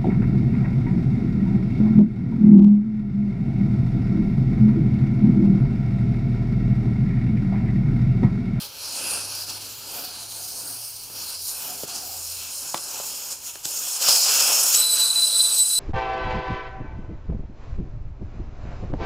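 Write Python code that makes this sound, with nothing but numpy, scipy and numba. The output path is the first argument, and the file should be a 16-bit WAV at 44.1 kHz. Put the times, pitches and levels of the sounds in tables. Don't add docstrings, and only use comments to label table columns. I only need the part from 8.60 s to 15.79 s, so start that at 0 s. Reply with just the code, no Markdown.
import sys
import numpy as np
from scipy import signal
from scipy.fft import rfft, irfft
from scipy.io import wavfile
from scipy.ndimage import uniform_filter1d
from numba import njit

SR = 44100
rng = np.random.default_rng(int(sys.argv[2]) if len(sys.argv) > 2 else 0)


def volts_from_db(level):
    exponent = np.asarray(level, float) / 20
    return 10 ** exponent


def materialize(psi):
    bounded = np.clip(np.atleast_2d(psi).T, -1, 1)
    quanta = np.round(bounded * 32767).astype(np.int16)
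    wavfile.write(sys.argv[1], SR, quanta)


N = 317079

# pitch_hz, density_db (per Hz)
MURMUR = [(15, -30), (25, 3.5), (135, 2.5), (237, -33), (423, -4.5), (756, -14), (947, -5), (1860, -38),
          (2200, -4), (2860, -24), (4840, -120)]
MURMUR_DB = -53
ROOM_T60_S, ROOM_DB, WHISTLE_ROOM_DB = 0.23, -12, -7
# pitch_hz, level_db
ROOM_WIDTH = [(100, -1), (350, -1.5), (700, -4), (1400, 2), (2800, 5), (4500, 0), (9000, -1), (14000, 3)]
SIDE_DB, RIGHT_DB = -15, 0.26
# pitch_hz, level_db
MICROPHONE = [(60, -4.5), (1500, -1), (2000, -4), (2500, -3), (3300, -1.5), (3600, -2.5), (4000, -1),
              (15000, -0.5), (15550, -2.5), (15800, -7), (15980, -50)]

# start_s, pitch_hz
ENGINE_PITCH = [(0, 88.2), (.5, 97.8), (1.2, 101.8), (1.9, 105), (2.3, 111.6), (2.6, 100.5), (2.9, 91.3),
                (3.3, 84.2), (4.1, 84.5)]
# middle_s, half_length_s, level_db
ENGINE_REVS = [
    (0.814, 0.36, -52.5),
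    (1.752, 0.18, -61),
    (2.17, .09, -58),
    (2.352, 0.044, -68),
    (2.596, .08, -58),
    (2.805, .05, -62),
    (3.15, 0.088, -68),
    (3.66, .2, -51),
]
IDLE_DB, IDLE_ENDS_S = -60, 4.1

# start_s, peak_db, pitch_hz, crack_db, tyre_thump_db
TOOL_KNOCKS = [
    (2.499, -34, 700, -17, -4),
    (3.2343, -21.5, 467, -19, -7.5),
    (4.1436, -10, 910, -14, -20.5),
    (4.4, -26.5, 600, -14, -11),
    (4.955, -34.5, 720, 0, -7),
    (5.053, -30.5, 910, -2, -1),
    (5.485, -14, 955, -23, -16.5),
]
RING_CYCLES, BOUNCE_S, RATTLE_DB, RATTLE_S = 4.7, 0.0023, -17.5, 0.019

# start_s, flow_db
AIR_FLOW = [(0, -32.5), (.3, -31.5), (.55, -26.5), (.9, -32.5), (1.15, -37.5), (1.8, -34.5), (2.15, -33.5),
            (2.5, -39.5), (2.62, -32), (3.4, -33), (4.1, -33), (4.7, -33), (5.0, -32), (5.36, -25.5),
            (5.46, -19), (6.1, -18.5), (6.25, -24.5), (7.19, -22.5)]
# middle_s, change_db, width_s
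TOOL_SLIPS = [(0.076, -5, 0.016), (0.121, -10.5, 0.03), (0.195, -4, 0.029), (0.654, -5, 0.055),
              (0.859, -5, 0.015), (0.904, 1.5, 0.008), (0.994, -5, 0.0087), (1.373, 3.5, 0.036),
              (1.448, 5, 0.0059), (1.672, -4, 0.016), (1.961, 2.5, 0.054), (2.78, -3, 0.015),
              (2.899, 3, 0.024), (3.184, -2, 0.03), (3.263, -7.5, 0.012), (3.358, 4.5, 0.0076),
              (4.466, 3.5, 0.036), (4.72, 5.8, 0.011), (4.795, -7.5, 0.037), (4.925, -6.5, 0.011),
              (4.984, -9, 0.04), (5.024, -5.2, 0.01), (5.394, -6.5, 0.011), (5.503, 2, 0.022),
              (6.262, -3.5, 0.028), (6.526, -3.5, 0.025), (7.075, -3, 0.042), (7.165, -3, 0.021)]

# start_s, wash_db (relative to the flow), cupped_0_to_1, jet_on_rim_0_to_1
HAND_GRIP = [(0, -14.5, 0, 0.6), (.2, -12.5, 0.1, 0.9), (.55, -15, 0.94, 0.3), (1.1, -12, 0, 0.6),
             (1.35, -10, 0.85, 0), (1.9, -17, 1, 0.5), (2.6, -15, 0.24, 0.9), (2.85, -19, 0.18, 0.9),
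             (3.05, -12.5, 1, 0.5), (3.3, -13, 0.99, .02), (3.6, -15, 1, 0), (3.78, -20, .3, 0.4),
             (4.2, -15.5, 0.05, 0.4), (5.2, -16.5, 0, 0.76), (5.5, -14.5, 0.4, 0.7), (6.4, -16, 0, 0.62),
             (6.9, -22.5, .5, 0.34), (7.19, -25.5, .1, 0.8)]
# middle_s, change_db, width_s
FINGER_MOVES = [(.25, -3, .04), (1.2, -4, 0.11), (2.38, -1, .05), (2.72, 5, 0.033), (3.5, -1, 0.03),
                (5.2, -1.5, 0.029), (5.49, 1.5, 0.018), (5.6, -2.5, 0.055), (5.74, 0.5, 0.037),
                (5.85, -2.5, 0.024), (6.31, -1, .03), (6.4, 3.5, 0.044)]
# middle_s, rise_db, width_s
RIM_GRAZES = [
    (.47, 9, 0.15),
    (2.98, 11, 0.037),
    (3.79, 9.5, 0.087),
    (5.85, 5, 0.2),
]
# pitch_hz, width_hz, level_db
HAND_MODES = [(546, 290, -3.5), (900, 455, -0.5), (1372, 670, -1)]
WASH_SLIP = 0.8
RIM_SPAN_DB, CUP_SPAN_DB = 7, 11.5
BUFFET_DB, BUFFET_PER_DB = -8, 0.6

# start_s, first_partial_db, second_partial_db
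WHISTLE_LEVELS = [(6.16, -31, -22), (6.21, -30, -21), (6.24, -22.5, -24), (6.37, -26, -26),
                  (6.45, -20, -25.5), (6.62, -24.5, -32.5), (6.8, -24, -26.5), (7.09, -29.5, -24.5),
                  (7.17, -26.5, -25)]
# middle_s, change_db, width_s
FIRST_FALTERS = [(6.351, -6, 0.0052), (6.392, -8, .004), (6.519, -12, .004), (6.54, -13, .004),
                 (6.615, -7, .003), (6.635, 3.5, .012), (6.663, -14, 0.0044), (6.784, -8, .005),
                 (6.81, 6, .009), (6.826, -17, 0.0045), (6.882, -13, .003), (6.899, -11, .003),
                 (7.0, 6.5, 0.01), (7.044, -13, 0.0046), (7.16, 5.5, .015)]
# middle_s, change_db, width_s
SECOND_FALTERS = [(6.286, -10, 0.0065), (6.335, 5, 0.01), (6.377, -8, .005), (6.466, -4, .007),
                  (6.665, 5, 0.014), (6.7, -10, 0.0074), (6.897, -3, 0.013), (7.015, 4, .02),
                  (7.047, -9, 0.0046)]
WHISTLE_S, WHISTLE_HZ, CHIRP_HZ, CHIRP_S = 6.143, 4002, 330, .011
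WHISTLE_SLIP = .6
THIRD_DB, THIRD_FADE_DB_S = -9, 4

# end_s, peak_db, swell_s
SEAL_PUFFS = [(.36, -36, .02), (.905, -30, 0.012), (1.455, -45, .015), (1.725, -31, 0.0095),
              (2.895, -30, 0.012), (3.31, -33, .02), (4.18, -25, 0.005), (4.73, -33, 0.0176),
              (5.056, -22, 0.0068), (5.18, -28, .01), (5.372, -42, .012), (5.43, -19.5, 0.015),
              (5.493, -11.5, 0.0099), (5.53, -23, 0.011), (5.562, -16, .015), (5.81, -17, 0.022),
              (6.152, -15, 0.017)]
# start_s, core_backed_out_0_to_1, mouth_uncovered_0_to_1
CORE_POSE = [(0, .05, 0.3), (.25, 0.2, 0.25), (.55, 0.5, 0.63), (.75, 0, 0.26), (1.25, 0.6, 0.43),
             (1.47, 0.2, 0.3), (1.8, .4, 0.51), (2.15, 0.46, 0.54), (2.7, 0.2, 0.37), (2.95, 0.62, 0.62),
             (3.4, 0.64, 0.34), (3.75, 0.77, .55), (4.3, 0.85, 0.36), (5.3, 0.93, 0.52), (5.5, 0.53, 0.13),
             (6.1, 0.99, 0.4), (6.3, 0.54, 0.61), (7.19, 0.68, 0.9)]
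# start_s, tightness_0_to_1
LEAK_SLIT = [(0, 0.34), (.9, 0.2), (1.25, 0.63), (1.5, 0.33), (2.25, 0.8), (2.7, 0.45), (3.05, 1),
             (3.35, 0.33), (3.7, 0.78), (4.2, 0.44), (4.6, 0.76), (5.3, 0.78), (5.52, 0.14), (6.1, 0.6),
             (6.2, .25), (7.19, 0.55)]
# pitch_hz, width_hz, level_db
GAP_MODES = [(6760, 900, 0), (7700, 1400, -1.5)]
# pitch_hz, width_hz, level_db
FINE_MODES = [(12100, 1700, -3), (13100, 2300, -7), (14600, 3100, -1)]
STEM_HZ, STEM_RISE_HZ = 4770, 470
GAP_DB, GAP_SPAN_DB = -11.5, 14.5
MOUTH_DB, MOUTH_SPAN_DB = -8, 18.5
FINE_DB, FINE_SPAN_DB = -12, 15.5


def level(x, db):
    return x * volts_from_db(db) / np.sqrt(np.mean(x ** 2))


def curves(table):
    s, *columns = np.transpose(table)
    return [np.interp(np.arange(N) / SR, s, c) for c in columns]


def bells(rows):
    t = np.arange(N) / SR
    return sum(db * np.exp(-.5 * ((t - s) / width_s) ** 2) for s, db, width_s in rows)


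def bursts(rows, cut_s=0.0013):
    t, out = np.arange(N) / SR, np.zeros(N)
    for s, db, swell_s in rows:
        out += volts_from_db(db) * np.exp(-np.abs(t - s) / np.where(t < s, swell_s, cut_s))
    return out


def walk(rate):
    hold = int(SR / rate)
    steps = np.repeat(rng.standard_normal(N // hold + 1), hold)
    return 1.4 * uniform_filter1d(uniform_filter1d(steps, hold), hold)[:N]


def colour(x, points):
    hz, db = np.transpose(points)
    f = np.fft.rfftfreq(N, 1 / SR) + 1
    return irfft(rfft(x) * volts_from_db(np.interp(np.log(f), np.log(hz), db)), N)


@njit
def svf(x, g, k):
    y, b, l = np.empty(len(x)), 0., 0.
    for i in range(len(x)):
        v = (b + g[i] * (x[i] - l)) / (1 + g[i] * (g[i] + k))
        b, l, y[i] = 2 * v - b, l + 2 * g[i] * v, k * v
    return y


def ring(hz, width, flicker_db=1.38):
    wander_hz = .012 * np.minimum(hz, 7000) * walk(4)
    g = np.tan(np.pi * np.clip(hz + wander_hz, 20, .45 * SR) / SR)
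    k = width / np.mean(hz)
    once = svf(rng.standard_normal(N), g, k)
    return level(svf(once, g, k), 0) * volts_from_db(flicker_db * walk(14))


def group(modes):
    return level(sum(volts_from_db(db) * ring(hz, width) for hz, width, db in modes), 0)


def garage():
    mid, side = colour(rng.standard_normal((2, N)), MURMUR)
    return level(np.array([mid + .25 * side, mid - .25 * side]), MURMUR_DB)


def room(x):
    t = np.arange(SR // 3) / SR
    tails = rng.standard_normal((2, len(t))) * volts_from_db(-60 * t / ROOM_T60_S) * (t > .006)
    tails /= np.sqrt(np.sum(tails ** 2, axis=1, keepdims=True))
    return signal.fftconvolve(x[None], tails, axes=1)[:, :N]


def drone():
    t, hz = np.arange(N) / SR, curves(ENGINE_PITCH)[0]
    idle = volts_from_db(IDLE_DB) * (t < IDLE_ENDS_S)
    revs = sum(volts_from_db(db) * np.exp(-((t - s) / half_s) ** 4) for s, half_s, db in ENGINE_REVS)
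    phase = 2 * np.pi * np.cumsum(hz * (1 + 0.037 * walk(20))) / SR
    return np.sqrt(2) * (idle + revs) * np.sin(phase)


def knocks():
    out, t = np.zeros(N), np.arange(SR // 12) / SR
    no_lows = signal.butter(2, 300, "high", fs=SR, output="sos")
    for s, db, hz, crack_db, thump_db in TOOL_KNOCKS:
        tap = np.sin(2 * np.pi * hz * t) * (1 - np.exp(-t / 0.00045)) * volts_from_db(-60 * t * hz / RING_CYCLES)
        grit = rng.standard_normal((2, len(t)))
        bounce = np.exp(-np.abs(t - BOUNCE_S) / 0.0015)
        crack = volts_from_db(crack_db) * uniform_filter1d(grit[0], size=4) * bounce
        rattle = volts_from_db(RATTLE_DB) * uniform_filter1d(grit[1], size=16) * np.exp(-t / RATTLE_S)
        wall = sum(a * np.sin(2 * np.pi * f * t) for f, a in [(340, 1), (135, 1.3), (620, 0.41)])
        thump = volts_from_db(thump_db - 60 * t / 0.029) * (1 - np.exp(-t / 0.0097)) * wall
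        light = signal.sosfilt(no_lows, tap + crack + rattle)
        i = int(s * SR)
        out[i:i + len(t)] += volts_from_db(db + 10.0) * (light + thump)
    return out


def rush():
    flow_db = curves(AIR_FLOW)[0]
    wash_db, cupped, on_rim = curves(HAND_GRIP)
    rim_db = RIM_SPAN_DB * on_rim + 1.5 * walk(5.4)
    buffet_db = BUFFET_DB + 3 * cupped - BUFFET_PER_DB * (flow_db + 33.5) + 1.4 * walk(11)
    rim_edge = volts_from_db(0.44 * rim_db - 7.5 + bells(RIM_GRAZES)) * ring(2580, 370)
    rim_hiss = volts_from_db(0.75 * rim_db - 1.5) * ring(2980, 1370)
    buffet = volts_from_db(np.minimum(buffet_db, -2) + 0.5) * ring(255.0, 374)
    wash = group(HAND_MODES) + rim_edge + rim_hiss + buffet
    hollow_db = 1.9 * CUP_SPAN_DB * (np.minimum(cupped, 1) - 1) - 2 + 1.4 * walk(6)
    hollow = volts_from_db(hollow_db) * ring(723.0, 136)
    moves_db = WASH_SLIP * bells(TOOL_SLIPS) + bells(FINGER_MOVES)
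    flutter_db = 0.92 * walk(20) + 0.98 * walk(7)
    return volts_from_db(flow_db + wash_db + moves_db + flutter_db) * (wash + hollow)


def whistle():
    since = np.clip(np.arange(N) / SR - WHISTLE_S, 0, None)
    hz = WHISTLE_HZ - CHIRP_HZ * np.exp(-since / CHIRP_S) + 7 * walk(15)
    first_db, second_db = curves(WHISTLE_LEVELS) + np.array([bells(FIRST_FALTERS), bells(SECOND_FALTERS)])
    third_db = second_db + THIRD_DB - THIRD_FADE_DB_S * since
    phase = 2 * np.pi * np.cumsum(hz * (1 + .0025 * walk(300))) / SR
    out = 0
    for k, db in enumerate([first_db, second_db, third_db], start=1):
        waver = 1 - .6 * np.clip(walk(110) - .3, 0, 1) + .15 * walk(60)
        breaks = volts_from_db(-2.5 * np.clip(walk(60) - .4, 0, 1.2))
        tone = np.sqrt(2) * waver * breaks * np.sin(k * phase)
        skirt = volts_from_db(-11.0) * ring(k * hz + 100, 690)
        out = out + volts_from_db(db + 4.0) * (tone + skirt)
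    onset = 1 - np.exp(-since / CHIRP_S)
    return out * onset * volts_from_db(WHISTLE_SLIP * bells(TOOL_SLIPS))


def puffs():
    spit = ring(5030, 2100) + volts_from_db(3.0) * ring(6840, 3500)
    spit = spit + volts_from_db(-6) * ring(12500, 6000) + volts_from_db(-4.5) * ring(3200, 2300)
    return bursts(SEAL_PUFFS) * spit * volts_from_db(-5.5)


def jet():
    flow_db = curves(AIR_FLOW)[0] + bells(TOOL_SLIPS)
    backed_out, uncovered = curves(CORE_POSE)
    stem_hz = STEM_HZ + STEM_RISE_HZ * backed_out + 60 * walk(8)
    gap_db = GAP_DB + GAP_SPAN_DB * backed_out + 1.06 * walk(12)
    mouth_db = MOUTH_DB + MOUTH_SPAN_DB * uncovered + 0.73 * walk(12)
    fine_db = FINE_DB + FINE_SPAN_DB * curves(LEAK_SLIT)[0] + 1.3 * walk(11)
    lower_db = -1.5 - uniform_filter1d(stem_hz - 4900, SR // 3) / 70
    ridge = volts_from_db(.35 * (flow_db + 28)) * ring(uniform_filter1d(stem_hz, SR // 5), 750)
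    stem = ridge + volts_from_db(lower_db) * ring(4350, 870) + volts_from_db(-1.0) * ring(5670, 1450)
    stem /= np.sqrt(uniform_filter1d(stem ** 2, SR // 4))
    narrow, broad = volts_from_db(1.89 * mouth_db - 5.5), volts_from_db(0.8 * mouth_db - 3.5)
    mouth = narrow * ring(8965, 1600) + broad * ring(10230, 3660)
    body = stem + volts_from_db(gap_db) * group(GAP_MODES) + mouth + volts_from_db(fine_db) * group(FINE_MODES)
    body /= np.sqrt(1 + volts_from_db(2 * gap_db) + narrow ** 2 + broad ** 2 + volts_from_db(2 * fine_db))
    flutter = volts_from_db(0.49 * walk(25) + 0.93 * walk(150))
    return volts_from_db(flow_db) * flutter * body


def scene():
    air = jet() + puffs() + rush() + knocks() + drone()
    tone = whistle()
    near = air + tone
    wet, wide = room(air + volts_from_db(WHISTLE_ROOM_DB) * tone)
    mid = near + volts_from_db(ROOM_DB) * wet
    side = volts_from_db(SIDE_DB) * colour(wide, ROOM_WIDTH)
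    loud = np.sqrt(uniform_filter1d(near ** 2, SR // 4))
    duck = (1 + loud / volts_from_db(-19.5)) ** -1.3
    return np.array([mid + side, volts_from_db(RIGHT_DB) * (mid - side)]) + duck * garage()


def roll_off(x):
    return signal.sosfilt(signal.butter(12, 16400, fs=SR, output="sos"), x)


def record(dry):
    mix = colour(dry, MICROPHONE)
    return roll_off(mix)


dry = scene()
out = record(dry)
materialize(out)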